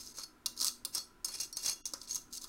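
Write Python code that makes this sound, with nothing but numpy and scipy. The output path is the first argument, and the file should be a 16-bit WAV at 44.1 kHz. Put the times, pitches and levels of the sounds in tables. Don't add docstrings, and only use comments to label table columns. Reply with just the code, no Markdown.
import sys
import numpy as np
from scipy import signal
from scipy.fft import rfft, irfft
from scipy.io import wavfile

SR = 44100
rng = np.random.default_rng(int(sys.argv[2]) if len(sys.argv) > 2 else 0)


def master_out(mix):
    frames = np.transpose(np.atleast_2d(mix))
    ceiling = np.clip(frames, -1, 1)
    pcm = np.round(ceiling * 32767).astype(np.int16)
    wavfile.write(sys.argv[1], SR, pcm)


def volts_from_db(level):
    exponent = np.asarray(level, float) / 20
    return 10 ** exponent


N = 109676


def rms_one(x):
    return x / np.sqrt(np.mean(x ** 2) + 1e-20)


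def coloured(x, points):
    hz, db = np.transpose(points)
    grid_hz = np.linspace(0, SR / 2, 4097)
    curve_db = np.interp(np.log(grid_hz + 1), np.log(hz), db)
    cepstrum = irfft(np.log(volts_from_db(curve_db)))
    cepstrum[1:4096] *= 2
    cepstrum[4097:] = 0
    impulse = irfft(np.exp(rfft(cepstrum)))
    return signal.fftconvolve(x, impulse)[:len(x)]


def resonance(x, hz, width_hz):
    r = np.exp(-np.pi * width_hz / SR)
    top = np.array([1, 0, -1]) * (1 - r * r) / 2
    return signal.lfilter(top, [1, -2 * r * np.cos(2 * np.pi * hz / SR), r * r], x + 1e-18)


def highpass(x, hz):
    return signal.sosfilt(signal.butter(2, hz, "high", fs=SR, output="sos"), x)


def drift(rate_hz):
    r = np.exp(-2 * np.pi * rate_hz / SR)
    wander = signal.lfilter([1], [1, -2 * r, r * r], rng.standard_normal(N + SR))
    return rms_one(wander[SR:])


def grains(per_s, spread_db):
    sizes = volts_from_db(spread_db * np.minimum(rng.exponential(1, N), 5)) * rng.choice([-1, 1], N)
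    chosen = np.clip((per_s / SR - rng.random(N)) * 100, 0, 1)
    return rms_one(sizes * chosen)


def decaying_sine(t, start_s, hz, db, t60_s, rise_s, phase_s):
    fade = volts_from_db(db - 60 * np.abs(t - start_s) / t60_s)
    return fade * np.clip((t - start_s) / rise_s, 0, 1) * np.sin(2 * np.pi * hz * (t - phase_s))


# (pitch [Hz], level [dB per Hz])
HUM_TONE = [(12, 8), (20, 15.5), (134, -4), (367, 1), (513, -16.5), (624, -8.5), (1370, -9), (2320, -18),
            (16000, -26)]
# (pitch [Hz], width [Hz], level [dB])
DRONE_BANDS = [(124.3, 6.2, -79.5), (243.5, 1.47, -73), (306, 82, -70), (993, 24, -75.5), (1328, 62, -73.5)]


def hum():
    white = rng.standard_normal((2, N + SR))
    drone = sum(volts_from_db(db) * rms_one(resonance(white[1], hz, width)[SR:]) for hz, width, db in DRONE_BANDS)
    return volts_from_db(-64.5) * rms_one(coloured(white[0], HUM_TONE)[SR:]) + drone


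# (time [s], level [dB])
STROKE_PRESSURE = [
    [(0, -42), (.03, -50), (.055, -49.5), (.075, -50), (.1, -50.5), (.13, -58)],
    [(.14, -58.5), (.17, -44.5), (.22, -50), (.24, -41.5), (.255, -72)],
    [(.565, -47), (.585, -45.5), (.63, -36), (.67, -31), (.695, -39), (.725, -72)],
    [(.925, -57), (.94, -42.5), (.955, -38), (.975, -37.5), (1.0, -47), (1.03, -63)],
    [(1.255, -43.5), (1.3, -49), (1.34, -45), (1.39, -47), (1.415, -39.5), (1.445, -43.5), (1.47, -58)],
    [(1.575, -47), (1.61, -44), (1.645, -39.5), (1.66, -34), (1.715, -36), (1.73, -44.5), (1.75, -63)],
    [(1.86, -44), (1.9, -56.5), (2.0, -60.5), (2.04, -50.5), (2.065, -58)],
    [(2.07, -56.5), (2.105, -44.5), (2.12, -44.5), (2.14, -46), (2.17, -40), (2.2, -57), (2.24, -62)],
    [(2.305, -57), (2.325, -53), (2.33, -46.5), (2.375, -39.5), (2.385, -60), (2.39, -64)],
    [(2.405, -73), (2.415, -49), (2.44, -43), (2.455, -54.5), (2.487, -57)],
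]


def scrape():
    clicks_per_s, click_spread_db = 5200, 3.5
    clump_db, clumps_per_s, scrape_db = -1.5, 53, -3.5
    t, pressure = np.arange(N) / SR, np.zeros(N)
    for stroke in STROKE_PRESSURE:
        s, db = np.transpose(stroke)
        touching = np.clip(np.minimum(t - s[0] + 0.0006, s[-1] - t) / 0.0015, 0, 1)
        pressure += touching * volts_from_db(np.interp(t, s, db))
    clumps = volts_from_db(scrape_db + clump_db * drift(clumps_per_s))
    return clumps * pressure * grains(clicks_per_s, click_spread_db)


def links(clicks):
    low_hz, high_hz, ring_cycles, ring_share = 3550, 14600, 1.7, 0.11
    dealt = rng.integers(0, 16, N)
    rung = 0
    for k, hz in enumerate(np.geomspace(low_hz, high_hz, 16)):
        rung = rung + volts_from_db(2.3 * drift(26)) * resonance(clicks * (dealt == k), hz, hz / ring_cycles)
    match = np.sqrt(np.mean(clicks ** 2) / np.mean(rung ** 2))
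    return (1 - ring_share) * clicks + ring_share * rung * match


# (pitch [Hz], level [dB per Hz])
MAIL_TONE = [(600, -50.5), (1200, -20), (3000, -11), (4200, 1.5), (6500, 3), (7400, -1), (10500, -4),
             (16000, -10.5)]


def mail(force):
    unit = np.sqrt(np.mean(coloured(rng.standard_normal(SR), MAIL_TONE) ** 2))
    return coloured(force, MAIL_TONE) / unit


# (pitch [Hz], level [dB], time to fall 60 dB [s])
BLADE_MODES = [(2490, -20, .07), (2790, -14, .08), (3385, -13, .1), (4400, 0, .04), (5230, -1, .04),
               (5670, -1, .045), (6500, -2, .04), (6590, -4, .04), (7790, -9, .05), (8550, -9, .04),
               (8860, -11, .04), (9400, -9, .05), (10300, -11, .035), (11450, -11, .035)]
# (time [s], level [dB])
BLADE_FREEDOM = [(0, -7), (.2, -6), (.45, -11), (.66, -10), (.85, -10), (.98, -4), (1.3, -3), (1.53, -5),
                 (1.75, -2), (1.93, -11.5), (2.12, -4), (2.17, -11), (2.49, -8)]


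def blade(force):
    blade_db, sway_db, sway_hz, split = -28, 3.5, 9.4, 0.006
    free_force = force * volts_from_db(np.interp(np.arange(N) / SR, *np.transpose(BLADE_FREEDOM)))
    out = 0
    for hz, db, t60_s in BLADE_MODES:
        r = volts_from_db(-60 / (t60_s * SR))
        drive = free_force * volts_from_db(db + sway_db * drift(sway_hz)) + 1e-18
        for w in 2 * np.pi * hz / SR * np.array([1 - split / 2, 1 + split / 2]):
            out = out + signal.lfilter([0, np.sin(w)], [1, -2 * r * np.cos(w), r * r], drive)
    return volts_from_db(blade_db) * out


# (time [s], peak [dB], ring pitch [Hz], brightness [dB])
RING_CATCHES = [(0.0668, -31, 5030, -3), (0.073, -30, 5000, -7), (0.1856, -25, 5700, 0),
                (0.2073, -31, 4340, -6), (0.2157, -28, 4470, -3), (0.2393, -37, 4370, -3),
                (0.4638, -18, 5700, 7), (0.576, -24, 4850, -16), (0.5917, -23, 4500, -3),
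                (0.6016, -14, 4300, -1), (0.61, -12, 5600, -1), (0.6154, -11.5, 4300, 6.5),
                (0.6267, -14.5, 5400, -12), (0.6316, -13.5, 5150, 4), (0.6457, -7.5, 4130, 6),
                (0.655, -18.5, 5840, 8), (0.6694, -25, 6370, -10), (0.682, -9.5, 4100, 0),
                (0.8548, -25, 5100, 15), (0.9519, -29, 6800, 8), (0.9797, -16, 4360, 4.5),
                (0.99, -28.5, 5260, -7),
                (1.247,-22,6700,-4), (1.2556,-29.5,5500,18), (1.259,-38,10200,6), (1.3386,-27,5430,4),
                 (1.356,-29,5470,-5), (1.387,-28,4320,-13), (1.4027,-29,4400,-4), (1.4071,-37,6500,12),
                 (1.4125,-29.5,5650,19), (1.4158,-34,6800,0), (1.451,-34,6800,-8), (1.563,-36,4630,14),
                 (1.5835,-32,6700,-1), (1.6373,-23.5,5630,-4), (1.6599,-16.5,6700,-7),
                 (1.6811,-19,5900,-12), (1.6845,-18.5,5700,-6), (1.6853,-33,5240,-10), (1.6965,-14,5240,8),
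                 (1.731,-27,6550,-4), (1.8648,-26,5600,2), (1.873,-28.5,4500,12.5), (2.016,-28,4420,-8),
                 (2.0315,-39,5100,10), (2.075,-31.5,4550,-7), (2.083,-31,6330,-3), (2.0946,-26,6350,-4),
                 (2.147,-22,6700,9), (2.1564,-17,6100,7.5), (2.1614,-16,4900,4), (2.3332,-26.5,5050,-7),
                 (2.365,-40,6300,-6), (2.3794,-29,4440,-9), (2.416,-28.5,5760,10), (2.42,-29,5800,-7)]
# (time [s], peak [dB], ring pitch [Hz], sleeve share [dB], brightness [dB])
BLADE_LANDINGS = [(0.1829, -38.5, 5400, -2, -6), (0.2346, -42, 4400, -15, -6),
                  (0.4597, -9.5, 4500, -35.5, 3.5), (0.8494, -14, 4350, -32.5, 8.5),
                  (0.9488, -20, 5500, -17.5, 14), (1.2452, -24, 5340, -22, 15.5),
                  (1.2850, -37, 4300, -11.5, 18), (1.4004, -20, 6800, -51, 6), (1.5272, -37, 5650, -40, 17),
                  (1.5691, -16, 5600, -33, 6.5), (1.8548, -17, 5800, -42, 2.5),
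                  (1.9356, -16.5, 5030, -22.5, -12), (2.0143, -33.5, 4770, -29, -16),
                  (2.1092, -22.5, 5600, -62, -9), (2.1294, -24.5, 6300, -54, 4),
                  (2.3270, -28, 6100, -52, 4.5), (2.3730, -24, 6350, -60, 5),
                  (2.4420, -26.5, 4600, -23.5, 7)]


def hits():
    landing_t60_s, catch_t60_s, first_t60_s, sleeve_t60_s = 0.032, 0.011, 0.005, 0.13
    hit_db, rattle_db, sleeve_hit_db, catch_sleeve_db = 3, -8, 2, -36.5
    rise_s, tick, bright_hz = 0.00055, 0.65, 7400
    ring_width_hz, ring_share, overtone_hz, overtone_share = 1043, 0.46, 9300, 0.33
    length = 4000
    t, top = np.arange(length) / SR, int(rise_s * SR)
    clicks, pushes = np.zeros((2, N + SR))
    rattle = grains(14740, spread_db=1.5)
    catches = [(s, db, hz, catch_sleeve_db, bright_db)
               for s, db, hz, bright_db in RING_CATCHES]
    for events, t60_s in ((BLADE_LANDINGS, landing_t60_s), (catches, catch_t60_s)):
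        for s, db, hz, sleeve_db, bright_db in events:
            i = int(s * SR)
            shake = np.roll(rattle, -i)[:length] / 3 * np.minimum(t / rise_s, 1)
            shake = shake / 3 / np.sqrt(np.mean(shake[top:3 * top] ** 2) + 1e-4)
            burst = volts_from_db(rattle_db) * (volts_from_db(-60 * t / t60_s) + volts_from_db(-60 * t / first_t60_s)) * shake
            burst[top] = tick
            high = highpass(burst, bright_hz)
            low = (1 - ring_share) * (burst - high) + ring_share * 3 * resonance(burst, hz, ring_width_hz)
            high = (1 - ring_share) * high + overtone_share * resonance(burst, overtone_hz, ring_width_hz)
            clicks[i:i + length] += volts_from_db(db + hit_db) * (low + volts_from_db(bright_db) * high)
            push_db = db + sleeve_db + sleeve_hit_db - 60 * t / sleeve_t60_s
            pushes[i:i + length] += volts_from_db(push_db) * shake * 10
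    return clicks[:N], pushes[:N]


# (pitch [Hz], width [Hz], level [dB])
SLEEVE_BODY = [(300, 37, -7.5), (542.5, 10.3, -3.5), (1027, 81, -5.5), (1248, 137, -4.5)]


def sleeve(push):
    body = sum(volts_from_db(db) * resonance(push, hz, width) for hz, width, db in SLEEVE_BODY)
    return highpass(body, 220)


# (time [s], peak [dB], pitch [Hz])
ARM_THUDS = [
    (.184, -48.5, 535),
    (.612, -45.5, 300),
    (1.9356, -42.5, 522),
    (1.9356, -43, 300),
]


def thuds():
    t = np.arange(N) / SR
    return sum(decaying_sine(t, s, hz, db, t60_s=0.037, rise_s=0.0013, phase_s=s) for s, db, hz in ARM_THUDS)


# (time [s], pitch [Hz], peak [dB], time to fall 60 dB [s])
BLADE_PINGS = [(0.234, 4400, -40, .09), (.236, 10100, -56, .15), (.69, 3391, -56, .16),
               (.69, 6525, -52, .2), (.69, 8120, -56, .2), (.69, 9367, -58, .2), (.69, 11220, -58, .15),
               (.968, 5240, -39, .1), (0.99, 4395, -35, .09), (1.0, 3386, -56, .16), (1.0, 7822, -54, .14),
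               (1.04, 9370, -55, .08), (1.401, 4410, -38, .1), (1.401, 6500, -40, .08),
               (1.41, 5640, -42, .1), (1.527, 5640, -40, .14), (1.527, 4420, -43, .12),
               (1.527, 5260, -47, .12), (1.705, 2790, -50, .07), (1.74, 2790, -63, .5),
               (1.76, 3390, -68, .6), (1.76, 5700, -64, .5), (1.856, 6520, -38, .06),
               (2.108, 4400, -42, .1), (2.11, 6530, -36, .05), (2.118, 6530, -32, .04),
               (2.13, 6510, -33, .035), (2.146, 6480, -32, .03)]


def pings():
    t, waver = np.arange(N) / SR, volts_from_db(2 * drift(51))
    return waver * sum(decaying_sine(t, s, hz, db, t60_s, rise_s=0.00053, phase_s=0)
                       for s, hz, db, t60_s in BLADE_PINGS)


def room(x):
    room_db, t60_s, wall_cut_hz = -12.5, 0.26, 22000
    t = np.arange(SR // 2) / SR
    noise = rng.standard_normal((2, len(t))) * np.clip((t - 0.003) / 0.016, 0, 1)
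    low = signal.sosfilt(signal.butter(2, wall_cut_hz, fs=SR, output="sos"), noise[0])
    high = highpass(noise[1], wall_cut_hz)
    tail = low * volts_from_db(-60 * t / t60_s) + high * volts_from_db(-60 * t / (0.66 * t60_s))
    return volts_from_db(room_db) * signal.fftconvolve(x, tail / np.sqrt(np.sum(tail ** 2)))[:N]


def scene():
    clicks, pushes = hits()
    drag = scrape()
    force = links(drag) + clicks
    body = sleeve(pushes + volts_from_db(-18) * drag)
    near = mail(force) + blade(force) + pings() + thuds() + body
    return (near + room(near) + hum())[None]


# (start [s], end [s], threshold [dB])
FAINT_GAPS = [
    (.727, .738, -84),
    (1.814, 1.848, -85),
]


def thin_out(z, hz, t):
    for start, end, floor_db in FAINT_GAPS:
        span = (t > start) & (t < end)
        strength = np.abs(z[..., span]) * np.minimum(hz[:, None] / 4000, 1)
        z[..., span] *= (strength > volts_from_db(floor_db)) | (hz[:, None] < 380)
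    return z


def roll_off(x):
    return signal.sosfilt(signal.butter(12, 16830, fs=SR, output="sos"), x)


def record(dry):
    hz, t, z = signal.stft(dry, SR, nperseg=512, noverlap=448)
    z = thin_out(z, hz, t)
    z[:, hz > 15900] *= volts_from_db(-32)
    mix = signal.istft(z, SR, nperseg=512, noverlap=448)[1][:, :N]
    mix = mix * np.clip((N - 40 - np.arange(N)) / 60, 0, 1)
    return roll_off(mix)


dry = scene()
out = record(dry)
master_out(out)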